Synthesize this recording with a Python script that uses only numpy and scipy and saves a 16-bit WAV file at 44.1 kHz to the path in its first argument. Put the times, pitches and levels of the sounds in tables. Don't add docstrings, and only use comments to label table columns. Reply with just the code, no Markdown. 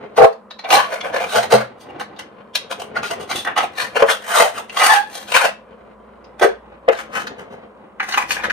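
import sys
import numpy as np
from scipy import signal
from scipy.io import wavfile
from scipy.ndimage import map_coordinates

SR = 44100
rng = np.random.default_rng(int(sys.argv[2]) if len(sys.argv) > 2 else 0)


def inscribe(sig):
    pcm = np.round(np.clip(np.atleast_2d(sig).T, -1, 1) * 32767)
    wavfile.write(sys.argv[1], SR, pcm.astype(np.int16))


N = 375732


def amp(db):
    return 10 ** (np.asarray(db) / 20)


def unit(x):
    return x / np.sqrt(np.mean(x ** 2) + 1e-20)


def read(points, hz):
    f, value = np.transpose(points)
    return np.interp(np.log(hz + 1), np.log(f + 1), value)


def follow(rows, t):
    s, *columns = np.transpose(rows)
    return [np.interp(t, s, c) for c in columns]


def add(mix, s, sound):
    part = mix[max(round(s * SR), 0):][:len(sound)]
    part += sound[:len(part)]


def colour(x, spectrum, size=2048):
    hz = abs(np.fft.fftfreq(size, 1 / SR))
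    log_gain = np.log(amp(np.maximum(read(spectrum, hz), -90)))
    taps = np.fft.ifft(np.exp(np.conj(signal.hilbert(log_gain)))).real
    return signal.fftconvolve(x, taps[:size // 2])[:len(x)]


def resonate(x, hz, width):
    turn = np.exp(2j * np.pi * np.cumsum(hz * np.ones(len(x))) / SR)
    r = np.exp(-np.pi * width / SR)
    return 2 * (turn * signal.lfilter([1 - r], [1, -r], x / turn)).real


def band(x, edges_hz, kind, order=3):
    return signal.sosfilt(signal.butter(order, edges_hz, kind, fs=SR, output="sos"), x)


def wander(n, per_s):
    at = np.arange(n) * per_s / SR
    return map_coordinates(rng.standard_normal(8192), [at % 8191], order=1) * np.sqrt(3 / 2)


def slips(n, per_s, spread_db, hiss):
    size = amp(spread_db * np.minimum(rng.exponential(1, n), 4)) * rng.choice([-1, 1], n)
    clicks = unit(size * (rng.random(n) < per_s / SR))
    return unit(clicks + hiss * rng.standard_normal(n))


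# freq_hz, level_db
AIR_SPECTRUM = [(15, -39), (25, -34.5), (49, -14.5), (164, -15.5), (209, 6.5), (289, -13.5), (537, 1.5),
                (782, -12.5), (1020, -3.5), (3630, -44.5), (5140, -46), (6050, -46.5), (15500, -39.5)]
# time_s, level_db
HUM_LEVEL = [(4.2, -76), (5.5, -62.5), (5.8, -57), (6.7, -50.5), (6.9, -58), (7.9, -67), (8.5, -46.5)]


def background(air_db=-46, apart=0.68, hum_hz=58.7):
    t = np.arange(N) / SR
    shared, left, right = (unit(colour(x, AIR_SPECTRUM, size=8192)) for x in rng.standard_normal((3, N)))
    sides = band(np.array([left, right]), 250, "high", order=1)
    air = unit(shared + apart * sides) * amp(air_db)
    hum = np.sin(2 * np.pi * np.cumsum(hum_hz + 1.5 * wander(N, per_s=12)) / SR)
    fade_in = np.clip(t - HUM_LEVEL[0][0], 0, 1)
    return band(air, 10500, "low", order=3) + hum * amp(follow(HUM_LEVEL, t)[0]) * fade_in


# freq_hz, t60_s
ROOM_T60 = [(120, 0.12), (500, 0.2), (3500, 0.27), (15000, 0.12)]


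def room(x, wet_db=-7.5, early_db=-1.5):
    taps = rng.choice([-1., 1.], (2, SR // 2)) * (rng.random((2, SR // 2)) < 4000 / SR)
    hz, t, z = signal.stft(taps, SR, nperseg=256)
    tail = signal.istft(z * amp(-60 * t / read(ROOM_T60, hz)[:, None]), SR, nperseg=256)[1]
    t = np.arange(tail.shape[1]) / SR
    early = rng.standard_normal(tail.shape) * np.exp(-t / 0.004) * (t > .001)
    tail = tail * np.minimum(t / 0.0086, 1)
    layers = [(wet_db, tail), (early_db, early)]
    echo = sum(amp(db) * e / np.linalg.norm(e, axis=1, keepdims=True) for db, e in layers)
    return signal.fftconvolve(x[None], band(echo, 380, "high", order=2), axes=1)[:, :N]


def moving_room(x, count=3, shifts_per_s=2.0):
    turn = 2 * np.pi * shifts_per_s * np.arange(N) / SR / count
    shares = np.array([np.maximum(np.cos(turn - 2 * np.pi * k / count), 0) for k in range(count)])
    return sum(room(x * share) for share in shares / np.linalg.norm(shares, axis=0))


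# time_s, level_db
HAND_LEVEL = [(0, -33.5), (0.35, -63), (1.2, -38.5), (1.75, -46), (1.97, -38), (2.45, -50.5), (3.0, -36.5),
              (3.75, -40), (4.2, -46), (6.8, -49.5), (7.25, -34.5), (7.9, -51), (8.5, -39.5)]
# freq_hz, level_db
SKIN_SPECTRUM = [(30, -44), (80, -6), (130, -7), (220, -3), (500, -2), (1200, -13.5), (5000, -27.5)]


def hands(lumps_db=3.0, top_hz=3000):
    grains = slips(N, per_s=200, spread_db=-0.5, hiss=0.74)
    creep = unit(band(colour(grains, SKIN_SPECTRUM, size=4096), top_hz, "low"))
    return creep * amp(follow(HAND_LEVEL, np.arange(N) / SR)[0] + lumps_db * wander(N, per_s=25))


# start_s, level_db
PUFFS = [(0.237, -49), (0.729, -31), (1.358, -28), (1.53, -15), (1.568, -25), (4.022, -39), (4.418, -57)]


def puffs():
    out, t = np.zeros(N), np.arange(SR // 3) / SR
    low = np.sin(2 * np.pi * 123 * t) * np.exp(-t / 0.047)
    high = 1.264 * np.sin(2 * np.pi * 218 * t) * np.exp(-t / 0.039)
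    boom = (low + high) * (1 - np.exp(-t / 0.011))
    for s, db in PUFFS:
        add(out, s, amp(db) * boom)
    return out


BODY_HZ, FIZZ_HZ, SHEEN_HZ = 700, 2500, 7000


def stroke(s, db, hollow, fizz, sheen, ring_hz, rise, decay, material, grain_db, sharpness,
           glide_octaves=0, gain_db=-1.5, ring=0.7, ribs=0.64, judder_db=2.6):
    rise, decay = max(rise, .001), max(decay, .002)
    t = np.arange(-3.5 * rise, 3.5 * decay, 1 / SR)
    swell = np.exp(-abs(t / np.where(t < 0, rise, decay)) ** 1.33)
    judder = amp(judder_db * wander(len(t), per_s=160))
    drive = slips(len(t), per_s=1300, spread_db=grain_db, hiss=0.63) * judder
    x = unit(colour(np.pad(swell * drive, (0, SR // 30)), material))
    flex = 1 + 0.016 * wander(len(x), per_s=25)
    glide = 2 ** (glide_octaves * np.tanh((t[0] + np.arange(len(x)) / SR) / rise))
    panel = unit(resonate(x, ring_hz * flex * glide, width=ring_hz / sharpness))
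    folds = sum(resonate(x, hz * flex, width=160) * amp(5.7 * wander(len(x), per_s=45))
                for hz in rng.uniform(1437, 4610, 6))
    x = x + ring * panel + ribs * unit(folds)
    parts = [(hollow, band(x, BODY_HZ, "low", order=4)),
             (0, band(x, [BODY_HZ, FIZZ_HZ], "band", order=4)),
             (fizz, band(x, [FIZZ_HZ, SHEEN_HZ], "band", order=6)),
             (sheen, band(x, SHEEN_HZ, "high", order=4))]
    sound = sum(amp(part_db) * part / np.linalg.norm(part) for part_db, part in parts)
    return s + t[0], amp(db + gain_db) * np.linalg.norm(swell) * sound


HOLLOW_PER_EDGE = -0.051
CATCH_S, CATCH_DULL_DB = 0.03, 14


def contacts(rows, material, hollow_db, fizz_db, sheen_db, rise_share, grain_db, sharpness, glide_octaves=0):
    out, rise_share = np.zeros(N), np.clip(rise_share, .02, .9)
    for s, db, edge, length, ring_hz in rows:
        hollow = hollow_db + HOLLOW_PER_EDGE * edge
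        sheen = sheen_db + edge - CATCH_DULL_DB * np.exp(-length / CATCH_S)
        rise, decay = rise_share * length, (1 - rise_share) * length
        add(out, *stroke(s, db, hollow, fizz_db + edge, sheen, ring_hz, rise, decay,
                         material, grain_db, sharpness, glide_octaves))
    return out


# freq_hz, level_db
CARD_SPECTRUM = [(59, -55.5), (100, -24.5), (386, -10), (477, 0.5), (668, 0.5), (727, -3.5), (1290, -4.5),
                 (1400, -6.5), (1730, -8), (7250, -22), (8950, -18), (11300, -27.5), (13400, -25),
                 (15500, -38)]
# peak_s, level_db (before the stroke gain), resonance_hz
CHIRPS = [(0.509, -33, 3940), (0.592, -32.5, 4060), (0.645, -34, 3600), (1.008, -26, 2300),
          (1.895, -49, 2830), (2.164, -45.5, 3800), (4.696, -31.5, 2687), (6.245, -50.5, 5020)]


def chirps(rise_s=0.003, decay_s=0.0093):
    out = np.zeros(N)
    for s, db, hz in CHIRPS:
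        add(out, *stroke(s, db, hollow=-16.5, fizz=1.2, sheen=-21, ring_hz=hz, rise=rise_s, decay=decay_s,
                         material=CARD_SPECTRUM, grain_db=2.5, sharpness=16, ring=1.5))
    return out


def knocks(rows, modes, gain_db, reach, rattle):
    out, t = np.zeros(N), np.arange(SR // 4) / SR
    hz, width, mode_db = np.transpose(modes)[:, :, None]
    for s, db, centre_hz in rows:
        weight = amp(mode_db) / (1 + (np.log2(hz / centre_hz) / reach) ** 2)
        grip = 1 + 0.0065 * rng.standard_normal(hz.shape)
        tones = np.sin(2 * np.pi * (hz * grip * t + rng.random(hz.shape)))
        ring = (weight * tones * np.exp(-np.pi * width * t)).sum(0)
        shake = rng.standard_normal(len(t)) * np.exp(-t / 0.0055)
        loose = band(colour(shake, CARD_SPECTRUM), 1500, "low")
        hit = (unit(ring) + rattle * unit(loose)) * (1 - np.exp(-t / 0.0045))
        add(out, s, amp(db + gain_db) * hit / abs(hit).max())
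    return out


# start_s, peak_db (before gain), centre_hz
EMPTY_KNOCKS = [(6.412, -2, 460), (6.426, -7, 468), (6.446, -1, 441), (6.458, -3, 435), (6.486, -10.5, 409),
                (6.88, 1, 705), (6.886, -5, 436)]
# freq_hz, width_hz, level_db
EMPTY_MODES = [(369, 18, -3.5), (408, 17, 0), (455, 17.4, 2.5), (526, 20, -3.5), (587, 24, -7.5),
               (678, 42, 3.5), (763, 44, -7), (960, 32, -19.5), (1398, 35, -19), (1530, 31, -13)]


def empty_box_knocks():
    return knocks(EMPTY_KNOCKS, EMPTY_MODES, gain_db=-2.5, reach=0.53, rattle=0.15)


# start_s, peak_db (before gain), centre_hz
FULL_KNOCKS = [(0.178, 1, 653), (0.185, -1, 697), (0.202, 1, 520), (0.212, 2, 735), (0.218, 2, 546),
               (0.233, 4, 490), (0.241, 2, 775), (0.253, -28, 463), (1.522, 2.5, 500), (1.536, 2, 525),
               (1.551, -0.5, 570), (4.021, 5.5, 564), (4.03, -1.5, 496)]
# freq_hz, width_hz, level_db
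FULL_MODES = [(373, 105, -16), (447.4, 15, -1), (493, 36.6, 5), (551, 26, 0.5), (594, 62, -5.5),
              (659, 16, -1.5), (787, 33, 0.5), (880, 58, 0.5), (1080, 68, 2), (1328, 40, -11.5)]


def full_box_knocks():
    return knocks(FULL_KNOCKS, FULL_MODES, gain_db=-2.0, reach=0.524, rattle=0.46)


# time_s, pitch_hz, level_db
SQUEAK = [(4.885, 898, -27.5), (4.898, 870, -9), (4.918, 866.7, -10), (4.932, 851.6, -16.5),
          (4.96, 813, -15.5), (4.99, 825, -20.5), (5.03, 851, -32.5), (5.102, 845, -45.5)]
SQUEAK_PARTIALS = [0.5, 3, -14, -13.5, -20]


def squeak(jitter=0.023, flutter_db=3.0):
    t = np.arange(SQUEAK[0][0], SQUEAK[-1][0], 1 / SR)
    hz, level = follow(SQUEAK, t)
    turns = np.cumsum(hz * (1 + jitter * wander(len(t), per_s=600))) / SR
    tone = np.zeros(len(t))
    for harmonic, db in enumerate(SQUEAK_PARTIALS, start=1):
        flutter = amp(db + flutter_db * wander(len(t), per_s=100))
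        tone += flutter * np.sin(2 * np.pi * harmonic * turns)
    return t[0], unit(tone) * amp(level)


# freq_hz, level_db
PLASTIC_SPECTRUM = [(120, -47.5), (200, -20), (596, -16), (874, -6.5), (1400, -4), (1680, -1), (3180, -9.5),
                    (9480, -15.5), (11400, -23), (13600, -21), (15500, -35)]
# peak_s, level_db, edge_db, length_s, resonance_hz (at the peak)
PULLS = [(4.372, -11.5, -1.5, 0.13, 1195), (4.575, -25.5, -2, 0.062, 1290), (4.868, -11, 0.5, 0.115, 1407),
         (4.945, -16, 1, 0.04, 1700), (5.362, -9, 0, 0.05, 1750), (5.42, -15, -4.5, 0.075, 940)]
# peak_s, level_db, edge_db, length_s, resonance_hz (of the shell)
TRAY_RUBS = [(6.93, -25, -3.5, 0.033, 1800), (6.99, -27.5, -1, 0.051, 1450),
             (7.165, -20, -3.5, 0.056, 1400), (7.215, -38, 7, 0.041, 1477), (7.397, -37, -1.5, 0.04, 1476),
             (7.525, -50.5, 4.5, 0.04, 1476), (8.03, -26.5, -3.5, 0.035, 1700), (8.09, -25, 3, 0.039, 1604),
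             (8.187, -15, -2.5, 0.05, 1080), (8.314, -23.5, 10, 0.05, 2100),
             (8.376, -25.5, -10, 0.075, 1740), (8.44, -16.5, -5, 0.028, 1700)]
# peak_s, level_db, edge_db, resonance_hz (of the shell)
TRAY_CLICKS = [(7.269, -22, 0, 1440), (8, -10, -16.5, 1525), (8.123, -17.5, 2.5, 1670),
               (8.138, -11.5, -2, 1500), (8.173, -17, -5, 1140), (8.223, -21, -26, 1120),
               (8.307, -13.5, -0.5, 2160), (8.5, -11, -9.5, 1710)]


def tray(click_s=0.008):
    out = contacts(PULLS, CARD_SPECTRUM, hollow_db=-15.5, fizz_db=-8, sheen_db=-7,
                   rise_share=0.48, grain_db=1.5, sharpness=13, glide_octaves=-0.7)
    add(out, *squeak())
    out += contacts(TRAY_RUBS, PLASTIC_SPECTRUM, hollow_db=-7.5, fizz_db=-9.5, sheen_db=-10.5,
                    rise_share=0.38, grain_db=5.0, sharpness=3.4)
    clicks = [(s, db, edge, click_s, hz) for s, db, edge, hz in TRAY_CLICKS]
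    out += contacts(clicks, PLASTIC_SPECTRUM, hollow_db=-26, fizz_db=-6.0, sheen_db=-8,
                    rise_share=0.1697, grain_db=6.0, sharpness=10)
    return out


# peak_s, level_db, edge_db, length_s
RUBS = [(0.178, -19, 3, 0.026), (0.233, -20, 0.5, 0.032), (0.659, -27.5, -21, 0.046),
        (0.732, -9.5, 4, 0.053), (0.921, -25, -3.5, 0.093), (1.055, -24.5, -7, 0.055),
        (1.154, -18, -5, 0.042), (1.217, -21.5, -3, 0.057), (1.36, -14, 0, 0.054), (1.432, -22, 2, 0.031),
        (1.53, -13, 1, 0.043), (1.591, -22, -7, 0.052), (1.813, -52, 14.5, 0.039),
        (1.901, -40.5, -5, 0.017), (2.011, -29, 2, 0.026), (2.719, -25, 5.5, 0.031), (2.81, -33, 3, 0.058),
        (3.112, -24, 5, 0.033), (3.212, -36, 8, 0.035), (3.631, -22, -2.5, 0.037),
        (3.965, -16.5, -1.5, 0.029), (4.002, -17, -5.5, 0.028), (4.101, -20, 8.5, 0.054),
        (4.408, -11, -0.5, 0.048), (5.155, -35, 10, 0.1), (5.303, -34, 9.5, 0.054),
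        (5.453, -14.5, 1.5, 0.032), (6.429, -10, -6, 0.04), (6.887, -10.5, -18, 0.011)]
# peak_s, level_db, edge_db, length_s, resonance_hz (of the flap)
SCRAPES = [(0.78, -14, -9.5, 0.077, 1146), (1.17, -30, -10, 0.044, 2200), (1.31, -27, 3.5, 0.069, 3670),
           (2.2, -32.5, -2, 0.025, 2088), (2.557, -25.5, 9.5, 0.02, 2030), (2.97, -16, -13, 0.026, 1460),
           (3.044, -21.5, -3, 0.024, 1480), (3.065, -34, 6.5, 0.042, 1450), (3.31, -19, -1, 0.033, 2156),
           (3.365, -33, 12.5, 0.061, 3530), (3.482, -19, -22, 0.04, 1810), (3.585, -9.5, -10, 0.03, 1300),
           (3.81, -20, -2, 0.075, 1846), (4.088, -10, -18, 0.024, 1320), (4.775, -16.5, -0.5, 0.023, 1260),
           (4.82, -11, -12, 0.03, 1260)]
# peak_s, level_db, edge_db, resonance_hz
TICKS = [(0.327, -39.5, -2, 4440), (0.705, -9.5, 0.5, 1196), (1.381, -22.5, 6.5, 1950),
         (2.012, -23, -14, 1900), (1.522, -12.5, 0.5, 1320), (1.998, -24, -4, 1800), (2.191, -29, 4, 1970),
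         (2.554, -21, 13.5, 2200), (2.799, -39, 10, 2100), (3.031, -21.5, -3.5, 1452),
         (3.449, -20.5, -4.5, 1880), (3.472, -12.5, -16, 1830), (3.579, -17, 2.5, 1310),
         (3.794, -27, -3, 1790), (3.969, -11.5, -15.5, 1420), (4.023, -9, -11.5, 600),
         (4.086, -13, -17, 1300), (4.795, -11, -4.5, 1190), (5.097, -49.5, 11.5, 2600),
         (4.817, -8, -8.5, 1247), (5.319, -16, 1.5, 2680), (5.349, -8.5, -2, 2522), (6.396, -26, 0.5, 1500),
         (6.883, -12.5, -29, 726)]
WALL_HZ, WALL_OCTAVES_PER_EDGE = 715, 0.13


def box(tick_s=0.0058, wall_scatter=0.18):
    rubs = []
    for s, db, edge, length in RUBS:
        octaves = WALL_OCTAVES_PER_EDGE * max(edge, 0) + rng.normal(0, wall_scatter)
        rubs.append((s, db, edge, length, WALL_HZ * 2 ** octaves))
    out = contacts(rubs, CARD_SPECTRUM, hollow_db=-2, fizz_db=-9, sheen_db=-10,
                   rise_share=0.36, grain_db=3.5, sharpness=7)
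    out += contacts(SCRAPES, CARD_SPECTRUM, hollow_db=-15.5, fizz_db=-4.0, sheen_db=-8.0,
                    rise_share=0.38, grain_db=3.5, sharpness=37)
    ticks = [(s, db, edge, tick_s, hz) for s, db, edge, hz in TICKS]
    out += contacts(ticks, CARD_SPECTRUM, hollow_db=-11.5, fizz_db=-3.5, sheen_db=1.5,
                    rise_share=0.17, grain_db=6.5, sharpness=16)
    return out + puffs()


# time_s, left_minus_right_db, left_lag_samples
PLACE = [(0.2, 0.8, -2.5), (1.2, 0.5, -2), (1.6, 0.5, 0.5), (2.2, 1.5, -1), (4.3, 1.5, -1), (5.2, 2, -2),
         (6.4, -0.5, -1.5), (6.9, 2.5, 11.5), (8.3, 1.5, 3)]


def scene(direct_db=-2.5):
    dry = hands() + chirps() + empty_box_knocks() + full_box_knocks() + tray() + box()
    n = np.arange(N)
    balance_db, lag = follow(PLACE, n / SR)
    direct = np.array([map_coordinates(dry, [n - lag], order=3), dry])
    balance = amp([balance_db / 2, -balance_db / 2])
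    return (amp(direct_db) * direct + moving_room(dry)) * balance + background()


def record(dry):
    b, a = signal.iirnotch(11400, 7, SR)
    clipped = np.clip(signal.lfilter(b, a, dry), -1, 1)
    low_pass = signal.firwin(255, 15500, window=("kaiser", 8), fs=SR)
    return signal.oaconvolve(clipped, low_pass[None], "same")


dry = scene()
out = record(dry)
inscribe(out)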